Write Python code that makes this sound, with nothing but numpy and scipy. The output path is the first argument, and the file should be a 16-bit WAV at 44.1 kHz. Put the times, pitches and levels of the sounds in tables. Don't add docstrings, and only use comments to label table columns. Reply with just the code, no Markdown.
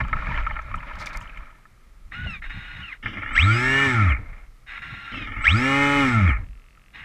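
import sys
import numpy as np
from scipy import signal
from scipy.io import wavfile
from scipy.ndimage import uniform_filter1d

SR = 44100
rng = np.random.default_rng(int(sys.argv[2]) if len(sys.argv) > 2 else 0)


def boost(x):
    u = np.asarray(x, float) / 20
    return 10 ** u


def put_to_file(sound):
    columns = np.atleast_2d(sound).T
    safe = np.clip(columns, -1, 1)
    whole_steps = np.round(safe * 32767)
    wavfile.write(sys.argv[1], SR, whole_steps.astype(np.int16))


N = 310464
T = np.arange(N) / SR


def noise(n):
    return rng.standard_normal(n)


def tone(cycles):
    return np.cos(2 * np.pi * cycles)


def evened(x):
    return x / np.sqrt(np.mean(x ** 2) + 1e-20)


def at_speed(speed, table):
    return np.interp(speed, *np.transpose(table))


def read(points, hz):
    f, value = np.transpose(points)
    return np.interp(np.log(hz + 1), np.log(f + 1), value, left=-90, right=-90)


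def body(modes, hz):
    return np.sqrt(sum((boost(db) / (1 + (2 * (hz - f) / w) ** 2)) ** 2 for f, w, db in modes))


def hull(hz):
    # pitch_hz [Hz], width_hz [Hz], level_db [dB]
    resonances = [(263, 140, -11.5), (617, 152, -5), (858, 107, -4.5), (1098, 36, -2), (1312.6, 203, 6),
                  (1790, 260, 3), (2136, 200, 4), (2345, 240, 1.5), (2810, 1140, -13), (3730, 130, -14.5),
                  (4760, 100, -25.5), (5440, 1100, -26), (6250, 710, -37.5), (9000, 2600, -58)]
    return body(resonances, hz)


def colour(x, gain):
    log_gain = np.log(gain(abs(np.fft.fftfreq(8192, 1 / SR))) + 1e-5)
    taps = np.fft.ifft(np.exp(np.conj(signal.hilbert(log_gain)))).real[:4096]
    return signal.oaconvolve(x, taps)[:len(x)]


def band(x, lo_hz, hi_hz):
    return signal.sosfilt(signal.butter(3, [lo_hz, hi_hz], "bandpass", fs=SR, output="sos"), x)


def wobble(n, ms):
    size = max(int(ms * SR / 1000), 2)
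    return evened(uniform_filter1d(uniform_filter1d(noise(n), size), size))


def span(rows):
    s, *columns = np.transpose(rows)
    part = slice(round(s[0] * SR), min(round(s[-1] * SR), N))
    t = T[part]
    fade = np.clip(np.minimum(t - s[0], s[-1] - t) / 0.0042, 0, 1)
    return part, fade, [np.interp(t, s, c) for c in columns]


def grains(n, per_s, spread_db):
    size = boost(spread_db * np.minimum(rng.exponential(1, n), 4))
    return size * noise(n) * (rng.random(n) < per_s / SR)


def swells(rows, rise_db, fall_db, rest_db):
    humps = [boost(db + np.minimum(rise_db * (T - s), fall_db * (s - T))) for s, db in rows]
    return boost(rest_db) + sum(humps)


def bubbles(n):
    ring_cycles, glide = 10, .22
    out = np.zeros(n)
    for hz in np.geomspace(1000, 2800, num=12):
        u = np.arange(0, 3 * ring_cycles / hz, 1 / SR) * hz / ring_cycles
        bend = 1 + glide * rng.uniform(-1.2, 1) * u
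        ring = u * np.exp(-3 * u) * np.sin(2 * np.pi * ring_cycles * u * bend)
        out += signal.oaconvolve(grains(n, 55, 2.8), ring)[:n] * (1500 / hz) ** 0.25
    return evened(out)


def slide():
    # start_s [s], scrape_db [dB]
    drag = [(0.0, -28.5), (0.035, -42), (0.11, -44.5), (0.16, -37), (0.25, -35.5), (0.4, -32.5),
            (0.44, -41), (0.54, -42.5), (0.66, -45.5), (1.07, -38), (1.45, -50), (1.68, -69), (2.12, -77)]
    out, (part, fade, (db,)) = np.zeros(N), span(drag)
    n = len(db)
    scrape = (noise(n) + 0.57 * grains(n, 450, 4.3)) * boost(1.7 * wobble(n, 14))
    froth = boost(-2) * bubbles(n)
    through_hull = evened(colour(scrape, lambda hz: hull(hz) * (hz / 1500 + 0.014) ** -.6))
    spray = evened(band(noise(n), 4000, 7500) + 5 * band(scrape, 3330, 4390))
    out[part] = fade * (boost(db - 1.5) * (froth + through_hull) + boost(db - 24.5) * spray)
    return out


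def blows():
    # start_s [s], peak_db [dB], pitch_hz [Hz]
    hull_knocks = [(0.004, -18.5, 1750), (0.008, -21.5, 1050), (1.653, -38.5, 1220), (2.44, -26.5, 1860),
                   (2.12, -26, 1900), (2.4213, -26.5, 1860), (2.5022, -27, 1960), (2.912, -41, 2020),
                   (2.926, -51, 1810), (3.034, -29, 1910), (3.0584, -15.5, 1790), (3.07, -21.5, 1800),
                   (3.1386, -27.5, 2200), (3.17, -23.5, 2200), (3.1799, -25.5, 2200), (3.231, -22.5, 1520),
                   (3.29, -24, 2200), (3.308, -23, 1440), (3.2189, -20.5, 2130), (3.26, -20.5, 1620),
                   (3.332, -29, 2100), (4.121, -18, 2240), (4.328, -36.5, 2060), (4.362, -44.5, 1800),
                   (4.735, -31, 1980), (4.7768, -26, 1910), (4.8284, -27.5, 1960), (5.124, -34, 2460),
                   (5.141, -25.5, 2850), (5.162, -40, 2900), (5.346, -31, 2080), (5.441, -22.5, 2670),
                   (6.7735, -45.5, 1154),
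                   (0.0485, -23, 1070), (0.069, -35, 2050), (0.083, -29, 1000), (0.1288, -12, 1360),
             (0.166, -22, 1300), (0.187, -23.5, 1790), (0.2205, -23.5, 1310), (0.245, -27, 1860),
             (0.257, -31, 2500), (0.2677, -20, 1350), (0.29, -28, 1170), (0.3194, -25, 1760),
             (0.343, -21, 1800), (0.352, -23, 1680), (0.375, -18, 1160), (0.4114, -31, 1310),
             (0.4334, -31, 2100), (0.45, -28, 2060), (0.465, -14.5, 1330), (0.4966, -27, 1710),
             (0.5079, -20.5, 1080), (0.556, -29, 1250), (0.565, -21.5, 1300), (0.589, -22.5, 1170),
             (0.6753, -38, 1480), (0.713, -25, 1130), (0.7403, -16.5, 1250), (0.8031, -32.5, 1980),
             (0.829, -28.5, 1350), (0.886, -31, 2160), (0.911, -33, 1340), (0.9518, -32, 1240),
             (1.0241, -37, 1230), (1.068, -23.5, 2530), (1.117, -36, 2170), (1.1473, -24, 2100),
             (1.2088, -32, 1260), (1.2557, -33, 1300), (1.2945, -31.5, 2520), (1.3724, -30, 2960),
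             (1.405, -35.5, 1260), (1.4676, -39, 1250), (1.502, -40, 1260)]
    # start_s [s], peak_db [dB], pitch_hz [Hz], fall_by_60_db_s [s], top_end_db [dB]
    case_flicks = [(0.08, -47, 5800, .03, -35), (0.434, -56, 6800, 0.017, -25), (0.47, -53, 6700, .03, -28),
                   (0.617, -52.5, 5000, .03, -27), (1.066, -30.5, 3900, 0.041, -31.5),
                   (1.16, -45, 6000, 0.034, -14), (0.755, -49, 6960, 0.05, -49),
                   (0.952, -46, 4420, 0.069, -26), (0.9857, -34, 4170, 0.26, -39),
                   (1.0202, -43.5, 4500, 0.094, -30.5), (1.058, -31.5, 5200, 0.067, -43),
                   (1.0874, -44, 5200, 0.044, -26), (1.1293, -38.5, 4000, 0.078, -40),
                   (1.1717, -30.5, 5870, 0.0066, -20.5), (1.205, -47, 6400, 0.11, -24),
                   (1.2236, -57, 4880, 0.1, -32), (1.3703, -53, 6100, 0.037, -19)]
    knocks, flicks, u = np.zeros(N), np.zeros(N), T[:3000]
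    for s, db, hz in hull_knocks:
        puff = noise(3000) * np.exp(-u / 0.005) * np.minimum(u / 0.0035, 1) ** 2

        def knock_gain(f):
            peak = 0.29 + 1 / (1 + ((f - hz) / 250) ** 2)
            return hull(f) * peak / (1 + (f / 3820) ** 6)
        ring = colour(puff, knock_gain)
        knocks[round((s - .002) * SR):][:3000] += boost(db) * ring / abs(ring).max()
    for s, db, hz, t60, top_db in case_flicks:
        puff = noise(3000) * boost(5 * wobble(3000, 1.5) - 60 * u / t60) * np.minimum(u / .002, 1)
        burst = colour(puff, lambda f: (f > 2500) * (boost(top_db) + 1 / (1 + ((f - hz) / 1800) ** 2)))
        flicks[round(s * SR):][:3000] += boost(db) * burst / abs(burst).max()
    return knocks + flicks


def water():
    # peak_s [s], level_db [dB]
    lurches = [(0.04, -29), (0.16, -26.5), (0.27, -31), (0.4, -22), (0.56, -31), (0.75, -31), (0.94, -34.5),
               (1.17, -32), (1.39, -35.5), (1.88, -52), (2.05, -42), (2.3, -38), (2.48, -32), (2.7, -42.5),
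               (3.07, -38), (3.36, -27), (3.68, -33), (3.95, -46), (4.18, -37.5), (4.31, -34.5),
               (4.49, -46.5), (4.72, -48.5), (5.27, -43.5), (5.4, -30.5), (5.6, -36), (5.82, -38),
               (6.0, -33), (6.14, -38), (6.36, -28.5), (6.52, -38.5)]
    # peak_s [s], level_db [dB]
    slaps = [(0.02, -33), (0.15, -29), (0.3, -31), (0.5, -35), (0.75, -37), (0.99, -41), (1.17, -40.5),
             (1.37, -53), (1.73, -58), (2.0, -76), (2.15, -47.5), (2.27, -29), (2.59, -36.5), (2.8, -41.5),
             (4.31, -49), (4.43, -61), (4.8, -49), (4.94, -37), (6.47, -50), (7.02, -48)]
    sway = band(noise(N), 17, 46.7)
    sway /= np.sqrt(uniform_filter1d(sway ** 2, size=3000) + 1e-9)
    slosh = evened(band(np.cumsum(noise(N)), 52, 220)) * boost(2.8 * wobble(N, 40))
    slosh += 0.045 * evened(band(noise(N), 420, 930)) * boost(5.6 * wobble(N, 4.4))
    rocking = swells(lurches, 177.5, 145.5, -55) * evened(sway)
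    return rocking + swells(slaps, 212, 182, -94.5) * slosh


def servo():
    # start_s [s], brake_s [s], end_s [s], commutator_hz [Hz], whine_over_gears_db [dB]
    sweeps = [
        (2.112, 2.255, 2.4, 1480, 0),
        (2.415, 2.8, 2.975, 1440, -8),
        (4.662, 5.125, 5.29, 1385, -4),
        (6.928, 7.2, 7.3, 1400, -14),
    ]
    # sag [Hz per s], bend [exponent], waver [share of pitch]
    sags = [(2650, 1, .008), (7400, 3.3, .03), (1500, 1, .006), (2000, 1, .01)]
    loads = [0.9, -1.4, -0.3, -3]
    # free_s [s], lost_db [dB]
    sticks = [
        (2.496, -9),
        (4.82, -10.5),
        (6.954, -0.5),
    ]
    # multiple [of commutator pitch], level_db [dB]
    overtones = [(1, 2), (2, -7), (3, -1), (4, 0), (5, -4), (6, -2)]
    # pitch_hz [Hz], width_hz [Hz], level_db [dB]
    case_modes = [(293, 66, -1.5), (835, 300, -5), (1113, 62, 3), (1350, 590, 0), (1620, 220, 9),
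                  (1960, 460, 11.5), (2500, 580, 5), (2840, 125, 5), (3450, 740, -5.5), (3745, 34, -4),
                  (4120, 35, -17.5), (5210, 550, -19.5), (6520, 860, -25), (8070, 600, -28)]
    # pitch_hz [Hz], width_hz [Hz], level_db [dB]
    case_rings = [(3740, 40, -17), (4110, 40, -24)]
    jerk_db, jerk_s = 3, .02
    chatter = noise(N) * boost(1.36 * wobble(N, 2.9)) + 1.6 * grains(N, 900, 2.5)
    chatter = evened(colour(chatter, lambda hz: body(case_modes, hz)))
    for f, w, db in case_rings:
        chatter += boost(db) * evened(band(noise(N), f - w / 2, f + w / 2))
    hz, first = np.ones(N), np.ones(N)
    share, braking, level, twice, waver = np.zeros((5, N))
    for (start, brake, end, top_hz, whine_db), (sag, bend, rough), load_db in zip(sweeps, sags, loads):
        on = (T >= start) & (T < end)
        t = T[on]
        slowing = np.clip((t - brake) / (end - brake), 0, 1)
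        held = np.clip((t - brake) / .03, 0, 1)
        spinning = np.exp((start - t) / .022)
        hz[on] = top_hz - 700 * spinning - sag * (end - brake) * slowing ** bend
        share_db = whine_db + (7 - whine_db) * held - 20 * spinning - 9 * slowing ** 3
        if whine_db < 0:
            share_db -= 10 * np.exp((start - t) / .2)
        share[on] = boost(share_db)
        braking[on] = np.maximum(held * boost(whine_db), .9 * (brake > 5))
        first[on] = boost(-5 * held - 5 * slowing)
        fall_db = -19 * np.clip(1 - (end - t) / 0.047, 0, 1)
        jerk = jerk_db * np.exp((start - t) / jerk_s)
        level[on] = np.minimum((t - start) / 0.03, 1) * boost(load_db - 39 + fall_db + jerk)
        twice[on] = held
        waver[on] = .007 + (rough - .007) * held
    for s, db in sticks:
        stuck = db * np.clip(1 - (s - T) / 0.033, 0, 1) * (T < s)
        level *= boost(stuck + jerk_db * np.exp(-abs(T - s) / jerk_s) * (T >= s))
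    level = uniform_filter1d(level, size=90)
    cycles = np.cumsum(hz * (1 + waver * wobble(N, 2.5))) / SR
    whine = np.zeros(N)
    for k, db in overtones:
        line = boost(db + 3.0 * wobble(N, 5)) * body(case_modes, k * hz) * tone(k * cycles)
        if k == 1:
            line *= first
        elif k == 2:
            line *= boost(6 * twice)
        else:
            line *= braking
        whine += line
    return level * (boost(2 * twice) * chatter + share * whine) / np.sqrt(1 + share ** 2)


def shaft(t, burst, climb):
    # after_s [s], speed [turns per s]
    coast_down = [(-.12, 144), (-.052, 138.6), (0, 129), (.1, 108), (.18, 85.5), (.225, 65), (.26, 54),
                  (.4, 25), (.6, 12)]
    (start, catch, freed, rest), (top, lag, knee, slowness) = burst, climb
    blend = 7
    creeping, surge = 17.7 + 19 * (t - start), 5 + 900 * (t - catch)
    launch = 2 * blend * np.logaddexp(creeping / blend / 2, surge / blend / 2)
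    easing = top - 40 * np.exp((knee - np.maximum(t, catch)) / lag) + 99 * (t < catch + .07)
    driven = -blend * np.logaddexp(-launch / blend, -easing / blend)
    coast = at_speed((t - freed) / slowness, coast_down)
    free = uniform_filter1d(1. * (coast < driven), size=2000)
    return uniform_filter1d(np.minimum(driven, coast), size=900), free


def law(speed, free, pulling, coasting):
    up, down = np.transpose(pulling), np.transpose(coasting)
    return [(1 - free) * np.interp(speed, up[0], a) + free * np.interp(speed, down[0], b)
            for a, b in zip(up[1:], down[1:])]


def order(turns, k, waver_db):
    level = boost(waver_db * wobble(len(turns), 20))
    return level * np.sqrt(2) * tone(k * turns + .3 * rng.random())


def mount_shake(turns, speed, free, twice_db):
    # speed [turns per s], once_a_turn_db [dB], twice_a_turn_db [dB]
    mount = [(18.1, -67, -47.5), (39.2, -45.5, -38), (60.8, -20, -62), (87, -15.5, -42.5), (88, -16, -32.5),
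             (109.5, -17, -30), (118.4, -24, -35), (126.4, -32, -29)]
    at, once_db, two_db = np.transpose(mount)
    shake = boost(np.interp(speed, at, once_db)) * order(turns, 1, 1.0)
    return shake + boost(np.interp(speed, at, two_db) + twice_db + 3 * free) * order(turns, 2, 0.38)


def shaft_lines(turns, speed, free, spun, orders):
    slack = speed.max() - speed
    clean_db = -0.5 - 0.5 * slack * (1 - free + free * 0.69)
    lines = 0
    for k, db in orders[2:]:
        kept_db = (k < 6) * 0.6 * (1 - free) * (-0.5 - clean_db)
        lost_db = (k > 10) * .25 * free * slack
        lines = lines + boost(db + kept_db - lost_db) / hull(k * speed.max()) * order(turns, k, 1.2)
    return boost(clean_db) * evened(colour(spun * lines, hull))


def magnet_whine(turns, speed, free, spun, powered):
    # multiple [of shaft speed], level_db [dB]
    poles = [(42, 0), (84, -4), (126, -15), (168, -19)]
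    # speed [turns per s], level_db [dB]
    wrench = [(26, 10), (32, 13), (40, 7), (50, -3), (62, -6), (72, -6), (85, 0)]
    # speed [turns per s], level_db [dB]
    whine_pulling = [(25, -68), (29, -50), (32, -25), (44, -21), (52, -14), (56, -14), (63, -21), (80, -27),
                     (92, -36), (100, -54), (107, -55), (115, -41), (142, -56)]
    # speed [turns per s], level_db [dB]
    whine_coasting = [(25, -80), (61, -60), (68, -42), (80, -42), (85, -68), (110, -72), (129, -53),
                      (142, -57)]
    whine_db = law(speed, free, whine_pulling, whine_coasting)[0]
    heave = powered * (1 - .9 * spun) * boost(at_speed(speed, wrench))
    swell = 1 + (.9 - .7 * spun) * tone(2 * turns)
    pull = boost(whine_db) * swell * boost(1.5 * wobble(len(turns), 3)) / hull(42 * speed)
    lines = sum(boost(db) * order(turns, k, 1.3) * (heave if k > 42 else 1) for k, db in poles)
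    return colour(pull * lines, hull)


def coil_hum(t, turns, speed, free, spun, cut_s, hum_db):
    # speed [turns per s], level_db [dB]
    hum_rise = [(95, -31), (108, 3), (120, 0), (126, -13), (133, 1), (140, -2)]
    # multiple [of shaft speed], resonance_hz [Hz], power_db [dB], coasting_db [dB]
    crossings = [(12, 1350, -43, -26), (13, 1358, -21, -27.5), (14, 1200, -26, -29.5),
                 (13, 1740, -29, -36.5), (14, 1800, -30.5, -32)]
    hum = boost(hum_db + at_speed(speed, hum_rise)) * np.clip((cut_s - t) / .03, 0, 1)
    hum = hum * order(turns, 21, 2)
    for k, hull_hz, db, free_db in crossings:
        nearness = 1 / (1 + ((k * speed - hull_hz) / 110) ** 2) ** 2
        hum += spun * boost(db + (free_db - db) * free) * nearness * order(turns, k, 1.8)
    return hum


def loose_rattle(speed, gate, upper_db, settled):
    n = len(speed)
    rattle = colour(gate * noise(n), hull)

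    def low_pass(hz):
        return 1 / (1 + (hz / 2700) ** 12)

    def lower_gain(hz):
        frame = 1 + 1 / (1 + ((hz - 2200) / 150) ** 2)
        return np.clip(hz / 1100, .3, 1) * frame * low_pass(hz)
    lower = evened(colour(rattle, lower_gain))
    upper = evened(colour(rattle, lambda hz: 1 - low_pass(hz)))
    caught = np.clip((np.maximum.accumulate(speed) - 23) / 12, 0, 1)
    buzz = evened(band(rattle, 2750, 3500) + boost(-38) * band(gate * noise(n), 4600, 5800))
    upper = (1 - caught) * buzz + caught * upper
    rustle = evened(band(gate * noise(n), 450, 2000))
    return boost(-4.5) * lower + boost(upper_db - 14.5) * upper + settled * boost(-6.5) * rustle


def propeller_air(gate):
    # pitch_hz [Hz], level_db [dB per Hz]
    air_colour = [(1650, -43), (2800, -32), (2880, 8), (3050, -23.5), (3140, 1), (4560, -13), (7360, -14.5),
                  (7960, -16.5), (15500, -38.5)]
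    return evened(colour((0.84 + gate) * noise(len(gate)), lambda hz: boost(read(air_colour, hz))))


def low_shudder(free):
    n = len(free)
    shudder = band(noise(n), 84, 116.3) + 0.4 * (1 - free + 0.58 * free) * band(noise(n), 191, 309)
    shudder += 0.041 * band(noise(n), 340, 690)
    return evened(shudder) * boost(2.5 * wobble(n, 20))


def chopping(part, turns, speed, chop, beat_db):
    inner, fade, (db,) = span([chop[::2], chop[1:]])
    hz = 7730 + 95 * np.exp((chop[0] - T[inner]) / .12)
    cycles = np.cumsum(hz) / SR
    local = slice(inner.start - part.start, inner.stop - part.start)
    reached = np.maximum.accumulate(speed)[local]
    presence = np.interp(reached, [92, 100, 116, 124], [0, 1, 1, 0])
    beat = colour(boost(beat_db) * presence * tone(cycles - 42 * turns[local]), hull)
    whistle = boost(db + 0.81 * wobble(len(hz), 13.0)) * np.sqrt(2) * tone(cycles)
    return inner, fade * (whistle + beat)


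def motor(burst, climb, orders, trim, chop):
    # speed [turns per s], rattle_db, upper_over_rattle_db, air_db, shudder_db [dB]
    pulling = [(17.3, -48.5, 8, -98, -43), (18.36, -34.5, 9, -84, -34), (21.6, -32.5, -5.5, -83.5, -44),
               (24.5, -29, -23.5, -78, -44), (34.6, -23.5, 1, -61.5, -42), (57.3, -19, -5, -66, -44.5),
               (98, -23, -10, -58, -38.5), (153, -21.5, -4, -50, -43)]
    # speed [turns per s], rattle_db, upper_over_rattle_db, air_db, shudder_db [dB]
    coasting = [(12, -42, -17, -88, -78), (24.8, -39.5, -29, -89, -55), (44, -35, -44, -90, -40),
                (59, -26.5, -39, -78, -40), (67.6, -19.5, -37, -68, -30), (92.5, -22.5, -13.5, -65, -30.5),
                (142, -22, -2, -51, -36)]
    out, (part, fade, _) = np.zeros(N), span([burst[:1], burst[3:]])
    twice_db, cut_s, hum_db, beat_db = trim
    t = T[part]
    speed, free = shaft(t, burst, climb)
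    rattle_db, upper_db, air_db, shudder_db = law(speed, free, pulling, coasting)
    turns = np.cumsum(speed * (1 + .0025 * wobble(len(t), 6))) / SR
    spun = np.clip((speed - 60) / 40, 0, 1)
    strength = boost(1.5 * noise(int(turns[-1]) + 1))[turns.astype(int)]
    gate = 0.6 + strength * np.exp(-(turns % 1) / 0.4)
    settled = (t > cut_s) * np.clip((51 - speed) / 3, 0, 1)
    level = boost(rattle_db - 10 * settled)
    sound = level * loose_rattle(speed, gate, upper_db, settled)
    sound += level * shaft_lines(turns, speed, free, spun, orders)
    sound += magnet_whine(turns, speed, free, spun, t < cut_s)
    sound += coil_hum(t, turns, speed, free, spun, cut_s, hum_db)
    sound += mount_shake(turns, speed, free, twice_db)
    sound += boost(air_db + 12.5) * propeller_air(gate)
    sound += boost(shudder_db) * low_shudder(free)
    out[part] = sound * fade * np.minimum((burst[3] - t) / .1, 1)
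    inner, chopped = chopping(part, turns, speed, chop, beat_db)
    out[inner] += chopped
    return out


def fan():
    # creep_s [s], catch_s [s], coasting_through_129_turns_per_s_s [s], rest_s [s]
    bursts = [
        (3.025, 3.337, 3.9, 4.5),
        (5.115, 5.427, 6.076, 6.49),
    ]
    # top [turns per s], lag_s [s], when_40_below_top_s [s], coast_slowness [factor]
    climbs = [(145, .19, 3.487, 1), (142.3, .083, 5.54, 1.075)]
    # multiple [of shaft speed], level_db [dB]
    orders_heard = [
        [(1, -11), (2, -6), (3, -7.5), (4, -18), (5, -23.5), (6, -14), (7, -15.5), (8, -12), (9, -36.5),
         (10, -10), (11, -11), (12, -20), (13, 1.5), (14, -10.5), (15, -31), (16, -28.5), (17, -3), (18, -31),
         (19, -28), (20, -25.5)],
        [(1, -5), (2, 0), (3, -2), (4, -0.5), (5, -19.5), (6, 2.5), (7, -8), (8, -3.5), (9, 2.5), (10, -1),
         (11, -11), (12, -4.5), (13, 1.5), (14, -12), (15, 3.5), (16, -28), (17, -5.5), (18, -5), (19, -30),
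         (20, -45)],
    ]
    # twice_a_turn_db [dB], throttle_cut_s [s], coil_hum_db [dB], chop_magnet_beat_db [dB]
    trims = [(-3, 3.885, -32, -22), (4, 6.065, -35, -46)]
    # start_s [s], end_s [s], level_db [dB]
    chops = [
        (3.33, 3.95, -51),
        (5.42, 6.165, -54),
    ]
    return sum(motor(*burst) for burst in zip(bursts, climbs, orders_heard, trims, chops))


def creep():
    # start_s [s], pitch_hz [Hz], level_db [dB]
    stepping = [
        [(3.15, 490, -64), (3.22, 530, -53), (3.3, 582, -47), (3.35, 630, -54)],
        [(5.3, 465, -62), (5.35, 510, -53), (5.43, 600, -52)],
    ]
    # multiple [of step pitch], level_db [dB]
    step_lines = [(5, 1), (6, -10), (10, -31)]
    out = np.zeros(N)
    for rows in stepping:
        part, fade, (hz, level_db) = span(rows)
        cycles = np.cumsum(hz * (1 + .004 * wobble(len(hz), 6))) / SR
        out[part] = fade * boost(level_db) * sum(boost(db) * tone(k * cycles) for k, db in step_lines)
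    return np.sqrt(2) * out


def servo_ticks():
    # start_s [s], end_s [s], level_db [dB]
    twitches = [
        (4.201, 4.47, -60),
        (6.4216, 6.92, -54),
    ]
    kicks = np.zeros(N)
    for start, end, db in twitches:
        at = (np.arange(start, end, .02199) * SR).astype(int)
        kicks[at] = boost(db + 1.2 * noise(len(at)))
    u = T[:600]
    twitch = band(np.exp(-u / .0025) * (.4 * noise(600) + 8 * (u == 0)), 1700, 2900)
    return signal.oaconvolve(kicks, 2.5 * twitch / abs(twitch).max())[:N]


def scene():
    return (slide() + blows() + water() + servo() + fan() + creep() + servo_ticks())[None]


def microphone_hiss():
    # pitch_hz [Hz], level_db [dB per Hz]
    hiss_colour = [(59, -24), (100, -1), (347, -15.5), (998, -21.5), (1290, -10), (1490, -21.5),
                   (2130, -17), (2750, -25), (11800, -33.5), (15500, -41.5)]
    hiss = colour(noise(N), lambda hz: boost(read(hiss_colour, hz)))
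    return hiss * boost(-70) / np.std(band(hiss, 3000, 15500))


def top_cut(x):
    return signal.sosfilt(signal.butter(12, 15400, fs=SR, output="sos"), x)


def record(dry):
    return top_cut(dry + microphone_hiss())


dry = scene()
out = record(dry)
put_to_file(out)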